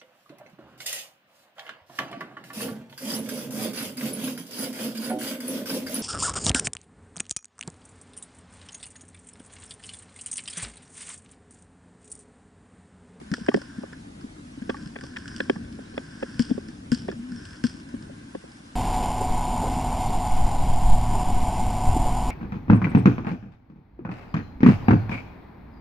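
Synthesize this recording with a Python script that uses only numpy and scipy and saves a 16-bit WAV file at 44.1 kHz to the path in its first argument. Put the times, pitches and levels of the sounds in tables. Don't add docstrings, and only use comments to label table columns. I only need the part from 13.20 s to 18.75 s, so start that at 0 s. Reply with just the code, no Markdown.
import sys
import numpy as np
from scipy import signal
from scipy.io import wavfile
from scipy.ndimage import uniform_filter1d

SR = 44100
rng = np.random.default_rng(int(sys.argv[2]) if len(sys.argv) > 2 else 0)


def to_wav(sig):
    pcm = np.clip(np.atleast_2d(sig), -1, 1) * 32767
    pcm = np.round(pcm).astype(np.int16)
    wavfile.write(sys.argv[1], SR, pcm.T)


def convert_level_to_amplitude(level_db):
    exponent = np.asarray(level_db, float) / 20
    return 10 ** exponent


N = 244975


def evened(x):
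    return x / np.sqrt(np.mean(x ** 2) + 1e-20)


def read(points, hz):
    table_hz, value = np.transpose(points)
    return np.interp(np.log(hz + 1), np.log(table_hz + 1), value)


def add(mix, s, sound):
    part = mix[:, round(s * SR):][:, :sound.shape[1]]
    part += sound[:, :part.shape[1]]


def ports(mid, side, pan_db=0.):
    return np.array([(mid + side) * convert_level_to_amplitude(pan_db / 2), (mid - side) * convert_level_to_amplitude(-pan_db / 2)])


def noise(spectrum, patchy_db, size=1024):
    hz = np.fft.rfftfreq(size, 1 / SR)
    real, imaginary, patch = rng.standard_normal((N * 4 // size + 8, len(hz), 3)).T
    patch = uniform_filter1d(patch, size=5, axis=0)
    patch = evened(uniform_filter1d(patch, size=6, axis=1))
    return hz, (real + 1j * imaginary) * convert_level_to_amplitude(read(spectrum, hz)[:, None] + patchy_db * patch)


def to_wave(spectrum):
    size = 2 * (spectrum.shape[-2] - 1)
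    return signal.istft(spectrum, nperseg=size, noverlap=size * 3 // 4)[1][..., :N]


# frequency in Hz, relative level in dB per Hz.
HISS_SUM = [(290, -38), (500, 4), (1600, 5.5), (2390, 0.5), (4680, -1), (5610, -1.5), (11000, -5.5),
            (14300, -107), (22000, -120)]
# frequency in Hz, relative level in dB per Hz.
HISS_DIFFERENCE = [(240, -50), (400, -20), (706, -5), (1030, -6.5), (2490, -13), (3110, -15.5),
                   (11000, -29.5), (14300, -54), (22000, -120)]


def hiss():
    mid = evened(to_wave(noise(HISS_SUM, patchy_db=2.5)[1]))
    side = evened(to_wave(noise(HISS_DIFFERENCE, patchy_db=2.7)[1]))
    return ports(convert_level_to_amplitude(-58.5) * mid, convert_level_to_amplitude(-55) * side)


def swells(rows, db):
    peak, rise, fall = np.transpose(rows)[:3, :, None]
    late = np.arange(N) / SR - peak
    u = late / np.where(late < 0, rise, fall)
    drop_db = 4.5 * u ** 2
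    return np.sqrt((convert_level_to_amplitude(db[:, None] - drop_db) ** 2).sum(0))


# frequency in Hz, relative level in dB per Hz.
WIND_COLOUR = [(12, -77), (20, -20.5), (70, -5), (172, -5), (241, 0.5), (307, -6), (370, -16.5), (426, -21),
               (600, -29.5), (780, -34.5), (1320, -120)]
# frequency in Hz, difference in dB relative to the sum.
WIND_DIFFERENCE = [(30, -12), (80, -18), (200, -15), (300, -11), (450, 6.5)]
# peak time in seconds, rise in seconds, fall in seconds, level in dB.
GUSTS = [(.55, .5, 0.97, -46), (1.05, 0.027, 0.052, -59), (1.58, .12, 0.1, -40), (2.4, 0.55, 0.32, -40),
         (3.35, 0.43, 0.23, -41), (3.92, 0.19, 0.052, -38), (4.27, 0.22, 0.072, -43),
         (4.85, 0.42, 0.16, -43.5)]


def wind():
    hz, shared = noise(WIND_COLOUR, patchy_db=1.5, size=2048)
    separate = noise(WIND_COLOUR, patchy_db=2.5, size=2048)[1]
    out_of_step = 0.77 * np.exp(1j * 1.06) * shared
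    side = convert_level_to_amplitude(read(WIND_DIFFERENCE, hz))[:, None] * (out_of_step + 0.3 * separate)
    mid, side = to_wave(np.array([shared, side]))
    breeze_db = -48
    strength = np.hypot(convert_level_to_amplitude(breeze_db), swells(GUSTS, np.transpose(GUSTS)[3]))
    return ports(mid, side) / mid.std() * strength


def scattered(shape, per_s, spread_db, share, length):
    size = convert_level_to_amplitude(spread_db * np.minimum(rng.exponential(1, shape[1]), 4))
    bursts = size * (rng.random(shape[1]) < per_s / SR)
    roughness = signal.lfilter([1], [1, -np.exp(-1 / (length * SR))], bursts)
    return rng.standard_normal(shape) * (1 + share * roughness)


def resonate(x, hz, width):
    return signal.lfilter(*signal.iirpeak(hz, hz / width, SR), x)


# frequency in Hz, width of the first pass in Hz, level in dB.
CASE = [(1563, 330, -1.5), (3260, 710, 8), (4890, 720, 6.5), (5200, 540, 13), (7730, 1400, 2.5),
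        (7230, 1200, -7.5)]
# frequency in Hz, width of the first pass in Hz, level in dB.
SNAP_PARTNERS = [(1709, 55, -6), (1050, 137, -10)]
# frequency in Hz, width in Hz, level in dB.
PORT_GAP = [(1640, 500, 1), (2800, 1550, -1), (5100, 1100, -5.5), (8000, 3000, -26)]


def through_case(x, snap_gain, bright_gain=0.69):
    x = signal.lfilter(*signal.butter(1, 9500, fs=SR), x)
    snap = sum(convert_level_to_amplitude(db) * resonate(resonate(x[0], hz, width), hz, 0.8 * width)
               for hz, width, db in [CASE[0]] + SNAP_PARTNERS)
    bright = sum(convert_level_to_amplitude(db) * resonate(resonate(x[0], hz, width), hz, 4 * width)
                 for hz, width, db in CASE[1:])
    side = sum(convert_level_to_amplitude(db) * resonate(x[1], hz, width) for hz, width, db in PORT_GAP) / bright.std()
    bright = evened(bright)
    mid = snap_gain * convert_level_to_amplitude(CASE[0][2]) * evened(snap) + bright_gain * bright
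    return ports(mid, bright_gain * side), bright


# peak time in seconds, rise in seconds, fall in seconds, level in dB,
# upper resonances in dB relative to that level.
MOVES = [(.3, 0.17, 0.21, -52, -19), (.55, 0.094, 0.14, -54.5, -9), (1.6, 0.14, 0.068, -53, -6),
         (1.9, 0.13, 0.27, -52.5, -9), (2.15, 0.12, 0.19, -49, -8), (2.8, 0.25, 0.33, -55, -8.5),
         (3.12, 0.23, 0.26, -51, -5), (4.3, 0.17, 0.088, -50.5, -5.5), (4.75, 0.14, 0.48, -58, -17),
         (5.3, 0.37, 0.62, -66, -1)]


def rustle():
    rub = scattered((2, N), 140, spread_db=5.0, share=0.44, length=0.00068)
    db, upper_db = np.transpose(MOVES)[3:]
    return through_case(rub, swells(MOVES, db), swells(MOVES, db + upper_db))[0]


# time in seconds, level in dB, edge modes in dB and snap modes in dB relative to it,
# contact time in ms (at least 1 is used).
KNOCKS = [(0.012, -41.5, -20, -14, 4.2), (.136, -37, -18, 4.5, 4), (0.179, -42, -11, -22, 8.4),
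          (0.283, -15, -14, -13.5, 8.1), (0.314, -45.5, 19, 3, 7.1), (0.343, -13.5, -13, -13, 2.58),
          (0.371, -26, -28, -30, 6.3), (.415, -40.5, -11, -9, 3.2), (0.632, -32, -5.5, -30, 8.6),
          (0.725, -46, -10, -6, 3.1), (1.419, -54, 0, 5, 7.7), (1.4927, -21, -4, -9, 9.5),
          (1.504, -34, 2, -16, 3.3), (1.542, -47.5, 23, 7, 5.5), (1.756, -36.5, 4, -0.5, 9.9),
          (1.787, -42.5, -12, -1, 2.2), (1.834, -39.5, 5.5, -11, 7.1), (1.962, -49, 0, 15, 8.2),
          (1.97, -51.5, 12, 12, 2.9), (2.203, -25, -17, 1, 3.5), (2.297, -14, -10.5, -8, 2.4),
          (2.357, -48, 18.5, 9.5, 6.8), (2.443, -47, -14, -5.5, 8.4), (2.588, -38.5, -45, -17, 6),
          (2.737, -44.5, -14, -7, 10), (2.777, -28, -7, -2.5, 3.83), (3.024, -25, -6, -12.5, 8.95),
          (3.303, -34.5, -21, -9, 7.5), (3.312, -34, -14, -34, 7.6), (3.378, -27, -11, -25, 3.38),
          (3.883, -23, -8, -16.5, 7.4), (3.894, -37, -20, -7, 8.5), (3.924, -40, -1, -8, 2.5),
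          (4.739, -43, -1, -13, 9.2), (4.895, -43.5, -24, -23, 6.5), (5.148, -28, -4, -18, 6.3),
          (5.238, -40, -25, -30, 5)]
# frequency in Hz, level in dB, time to fall 60 dB in seconds,
# difference of the ports in dB relative to their sum, phase of that difference in rad.
KNOCK_MODES = [(240, -9, 0.042, -33, 2.3), (289, -6.5, 0.036, -1, 0.38), (393.5, -3.5, 0.029, -3.5, 2.95),
               (532, -5.5, 0.024, 1, 1.4), (663, -11, 0.015, 0, 1.3), (860, -14.5, 0.027, -5, 1.5),
               (1136, -14.5, 0.041, -7, 1.8), (1250, -30, 0.019, -2, 1.5), (1600, -11, 0.045, -5, 1.3),
               (1727, 1, 0.011, -7.5, 1.3), (2100, -57, 0.0057, 25, 2.1), (2530, 2.5, 0.0075, 12, 1),
               (3313, 5.5, 0.016, -12, 1.1), (4230, -6, 0.0053, -6, 1.5)]
GROUP_EDGES = (750, 1400, 2400)


def knocks(mix):
    t = np.arange(round(.1 * SR)) / SR
    hz, mode_db, t60, side_db, turn = np.transpose(KNOCK_MODES)[:, :, None]
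    group = np.digitize(hz, GROUP_EDGES)
    decay = (1 - np.exp(-t * hz / 0.87)) * convert_level_to_amplitude(-60 * t / t60)
    late = np.clip(np.log2(hz / 300) / 4.0, .4, 1)
    draws = rng.random((len(KNOCKS), 2, len(KNOCK_MODES), 1))
    grit = rng.standard_normal((len(KNOCKS), len(KNOCK_MODES), 1300)) ** 3
    for (s, db, edge_db, snap_db, contact_ms), (tune, spot), rattle in zip(KNOCKS, draws, grit):
        u = t[:1300] * 1000 / max(contact_ms, 1)
        force = rattle * np.exp(-((u - late) / 0.59) ** 2)
        press_at = abs(u - late).argmin(1)[:, None]
        np.put_along_axis(force, press_at, 43, axis=1)

        phase = 2 * np.pi * hz * (1 + 0.085 * (tune - .5)) * t
        ring = decay * np.array([np.sin(phase), convert_level_to_amplitude(side_db) * np.sin(phase + turn)])
        ring = signal.fftconvolve(ring, force[None], axes=2)

        click_db = snap_db - 13.5 - max(edge_db, 0)
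        level_db = db + mode_db + np.array([0, edge_db, snap_db, click_db])[group] + 5 * (spot - .5)
        peak = abs(ring[0]).max(1, keepdims=True)
        mid, side = (ring * convert_level_to_amplitude(level_db + 3.0) / peak).sum(1)
        highpass = signal.butter(2, 130, "high", fs=SR)
        add(mix, s - .0007, signal.lfilter(*highpass, ports(mid, side)))


def boom(db, hz, pan_db, peak, fall, overtone_db):
    t = np.arange(round(.12 * SR)) / SR
    swell = (1 - np.exp(-t * hz / 0.18)) * np.exp(-((t - peak) / fall) ** 2)
    phase = 2 * np.pi * hz * t - np.array([[0], [.6]])
    ring = -np.sin(phase) + convert_level_to_amplitude(overtone_db) * swell * np.cos(1.964 * phase)
    return convert_level_to_amplitude(db) * swell * ring * convert_level_to_amplitude(np.array([[pan_db / 2], [-pan_db / 2]]))


# time in seconds, level in dB, pitch in Hz, left over right in dB.
THUDS = [(0.116, -18, 187, 3), (0.128, -21, 248, 4), (0.213, -27, 204, 2.5), (0.358, -19, 207, 1),
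         (0.585, -24, 235, 2.5), (1.043, -28, 240, 1), (1.376, -29.5, 268, 0), (1.421, -24.5, 231, 2),
         (1.665, -28.5, 184, 0), (1.831, -30.5, 240, 1.5), (2.364, -27, 197, -3), (3.297, -30, 256, 9),
         (3.313, -12, 242, 5.5), (3.351, -31.5, 225, 15), (3.487, -29.5, 249, 0), (3.993, -29.5, 226, -1),
         (4.118, -27, 216, 2), (4.545, -32.5, 243, 6), (4.741, -22.5, 256, 2.5), (5.172, -35, 205, 1.5)]


def thuds(mix):
    for s, db, hz, pan_db in THUDS:
        add(mix, s - .001, boom(db, hz, pan_db, peak=0.0047, fall=0.0081, overtone_db=-36.5))


def crack(db, snap_db, t60, draw, leak_db):
    t = np.arange(draw.shape[1]) / SR
    front = 2.43 * (t == 0)
    burst = draw * convert_level_to_amplitude(-60 * t / t60) + front
    sound, bright = through_case(burst, convert_level_to_amplitude(snap_db))
    treble = signal.lfilter(*signal.butter(2, 3800, "high", fs=SR), burst[0])
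    leak = evened(treble) * convert_level_to_amplitude(leak_db)
    return (sound + leak) / abs(bright).max() * convert_level_to_amplitude(db)


# frequency in Hz, time to fall 60 dB in seconds.
FIELD = [(1000, 1), (2800, 0.54), (5200, 0.52), (9000, 0.4)]


def field_tail(db):
    reflections = scattered((2, SR // 2), 130, spread_db=6.0, share=0.52, length=0.001)
    sound = through_case(reflections, convert_level_to_amplitude(-11.5))[0]
    hz, t, spectrum = signal.stft(sound, SR, nperseg=256)
    decay = convert_level_to_amplitude(-60 * t / read(FIELD, hz + 1)[:, None])
    tail = signal.istft(spectrum * decay, SR, nperseg=256)[1]
    fade_in = np.minimum(np.arange(tail.shape[1]) / SR / 0.004, 1)
    return convert_level_to_amplitude(db) * tail * fade_in


# time in seconds, level in dB, mid snap in dB relative to it before a common 1 dB lift.
TICKS = [(.1158, -30, 2.5), (0.1383, -23, 4), (0.168, -35.5, 1), (0.2635, -32, 6), (0.2856, -34.5, -8),
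         (0.294, -34.5, 1), (.321, -45, 5), (.34, -26, 1), (.364, -31.5, -4), (.416, -34.5, 4),
         (0.7304, -39.5, 11.5), (1.011, -41, -1), (1.497, -32.5, 8), (1.5681, -38, 6), (1.6247, -43, -6),
         (1.6586, -38.5, 0), (1.674, -35.5, -2), (1.8102, -34, 4.5), (1.837, -30, -18),
         (1.9686, -31.5, 3.5), (1.985, -34.5, -4), (2.0787, -26.5, -4), (2.163, -26.5, -12),
         (2.1812, -35, -12), (2.202, -33, 17.5), (2.297, -29.5, 3), (2.5253, -39, -12), (2.7666, -38, -4),
         (2.7765, -42, 1), (3.485, -35, -5), (3.8808, -41, 7), (3.9149, -36, 5.5), (4.119, -36, 3),
         (4.2223, -44, -17), (4.253, -31.5, -11), (4.3315, -36.5, -1), (4.357, -38.5, -18), (4.689, -41, 0),
         (4.8247, -38.5, -4), (5.3183, -37, -26)]


def ticks(mix):
    draws = rng.standard_normal((len(TICKS), 2, 900))
    for (s, db, snap_db), draw in zip(TICKS, draws):
        add(mix, s, crack(db, snap_db + 1, 0.02, draw, leak_db=-11))
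        add(mix, s + 0.0017, field_tail(db - 22))


# time in seconds, crack level in dB, boom level in dB, mid snap in dB relative to the crack,
# left over right of the case boom in dB.
SHOTS = [(3.1937, -17, -15, -2, 6), (3.718, -17, -15, -2, 6), (4.4389, -18.5, -16.5, 2.5, 6)]
# delay in seconds, level in dB relative to the crack.
ECHOES = [(.009, -8), (.018, -16), (.0285, -5.5), (.057, -15), (.101, -19)]


def shots(mix):
    for s, db, boom_db, snap_db, pan_db in SHOTS:
        for delay, echo_db in [(0, 0)] + ECHOES:
            dull_db = -8 * (delay > 0)
            draw = rng.standard_normal((2, 900))
            add(mix, s + delay, crack(db + echo_db, snap_db + dull_db, 0.017, draw, leak_db=-8.5))
        add(mix, s + 0.0025, field_tail(db - 21))
        case_boom = boom(boom_db + 3.0, 239, pan_db, peak=0.0045, fall=0.017, overtone_db=-24.5)
        blast = boom(boom_db - 6.0, 167, 0, peak=0.0093, fall=0.0066, overtone_db=-45)
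        add(mix, s + .0018, case_boom)
        add(mix, s + .0018, blast)


def curve(rows, axis):
    rows = np.array(rows)
    return np.interp(np.arange(N) / SR, rows[:, 0], rows[:, axis])


def glide(rows, fade, side_db):
    t = np.arange(N) / SR
    gate = np.clip(np.minimum(t - rows[0][0], rows[-1][0] - t) / fade, 0, 1)
    phase = 2 * np.pi * np.cumsum(curve(rows, axis=1)) / SR
    tone = ports(np.sin(phase), convert_level_to_amplitude(side_db) * np.sin(phase + .8))
    return np.sqrt(2) * gate * convert_level_to_amplitude(curve(rows, axis=2)) * tone


# time in seconds, pitch in Hz, rms level in dB before the end fades.
HUM = [(3.95, 232, -44), (3.996, 233.4, -36.5), (4.078, 256, -37.5), (4.14, 241.3, -35.5),
       (4.19, 240, -35.5)]


def hum():
    return glide(HUM, fade=0.016, side_db=-12)


# time in seconds, pitch in Hz, rms level in dB before the end fades.
SQUEAK = [(4.166, 5800, -60), (4.174, 5360, -53), (4.184, 5270, -51), (4.191, 5200, -60)]


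def squeak():
    return glide(SQUEAK, fade=.003, side_db=-16)


def scene():
    events = np.zeros((2, N))
    for play in (knocks, thuds, ticks, shots):
        play(events)
    return hiss() + wind() + rustle() + events + hum() + squeak()


def low_pass(x):
    return signal.sosfilt(signal.butter(12, 11940, fs=SR, output="sos"), x)


def record(dry):
    lowpass = signal.firwin(255, 11150, window=("kaiser", 7), fs=SR)
    limited = signal.oaconvolve(dry, lowpass[None], "same")
    return low_pass(limited)


dry = scene()
out = record(dry)
to_wav(out)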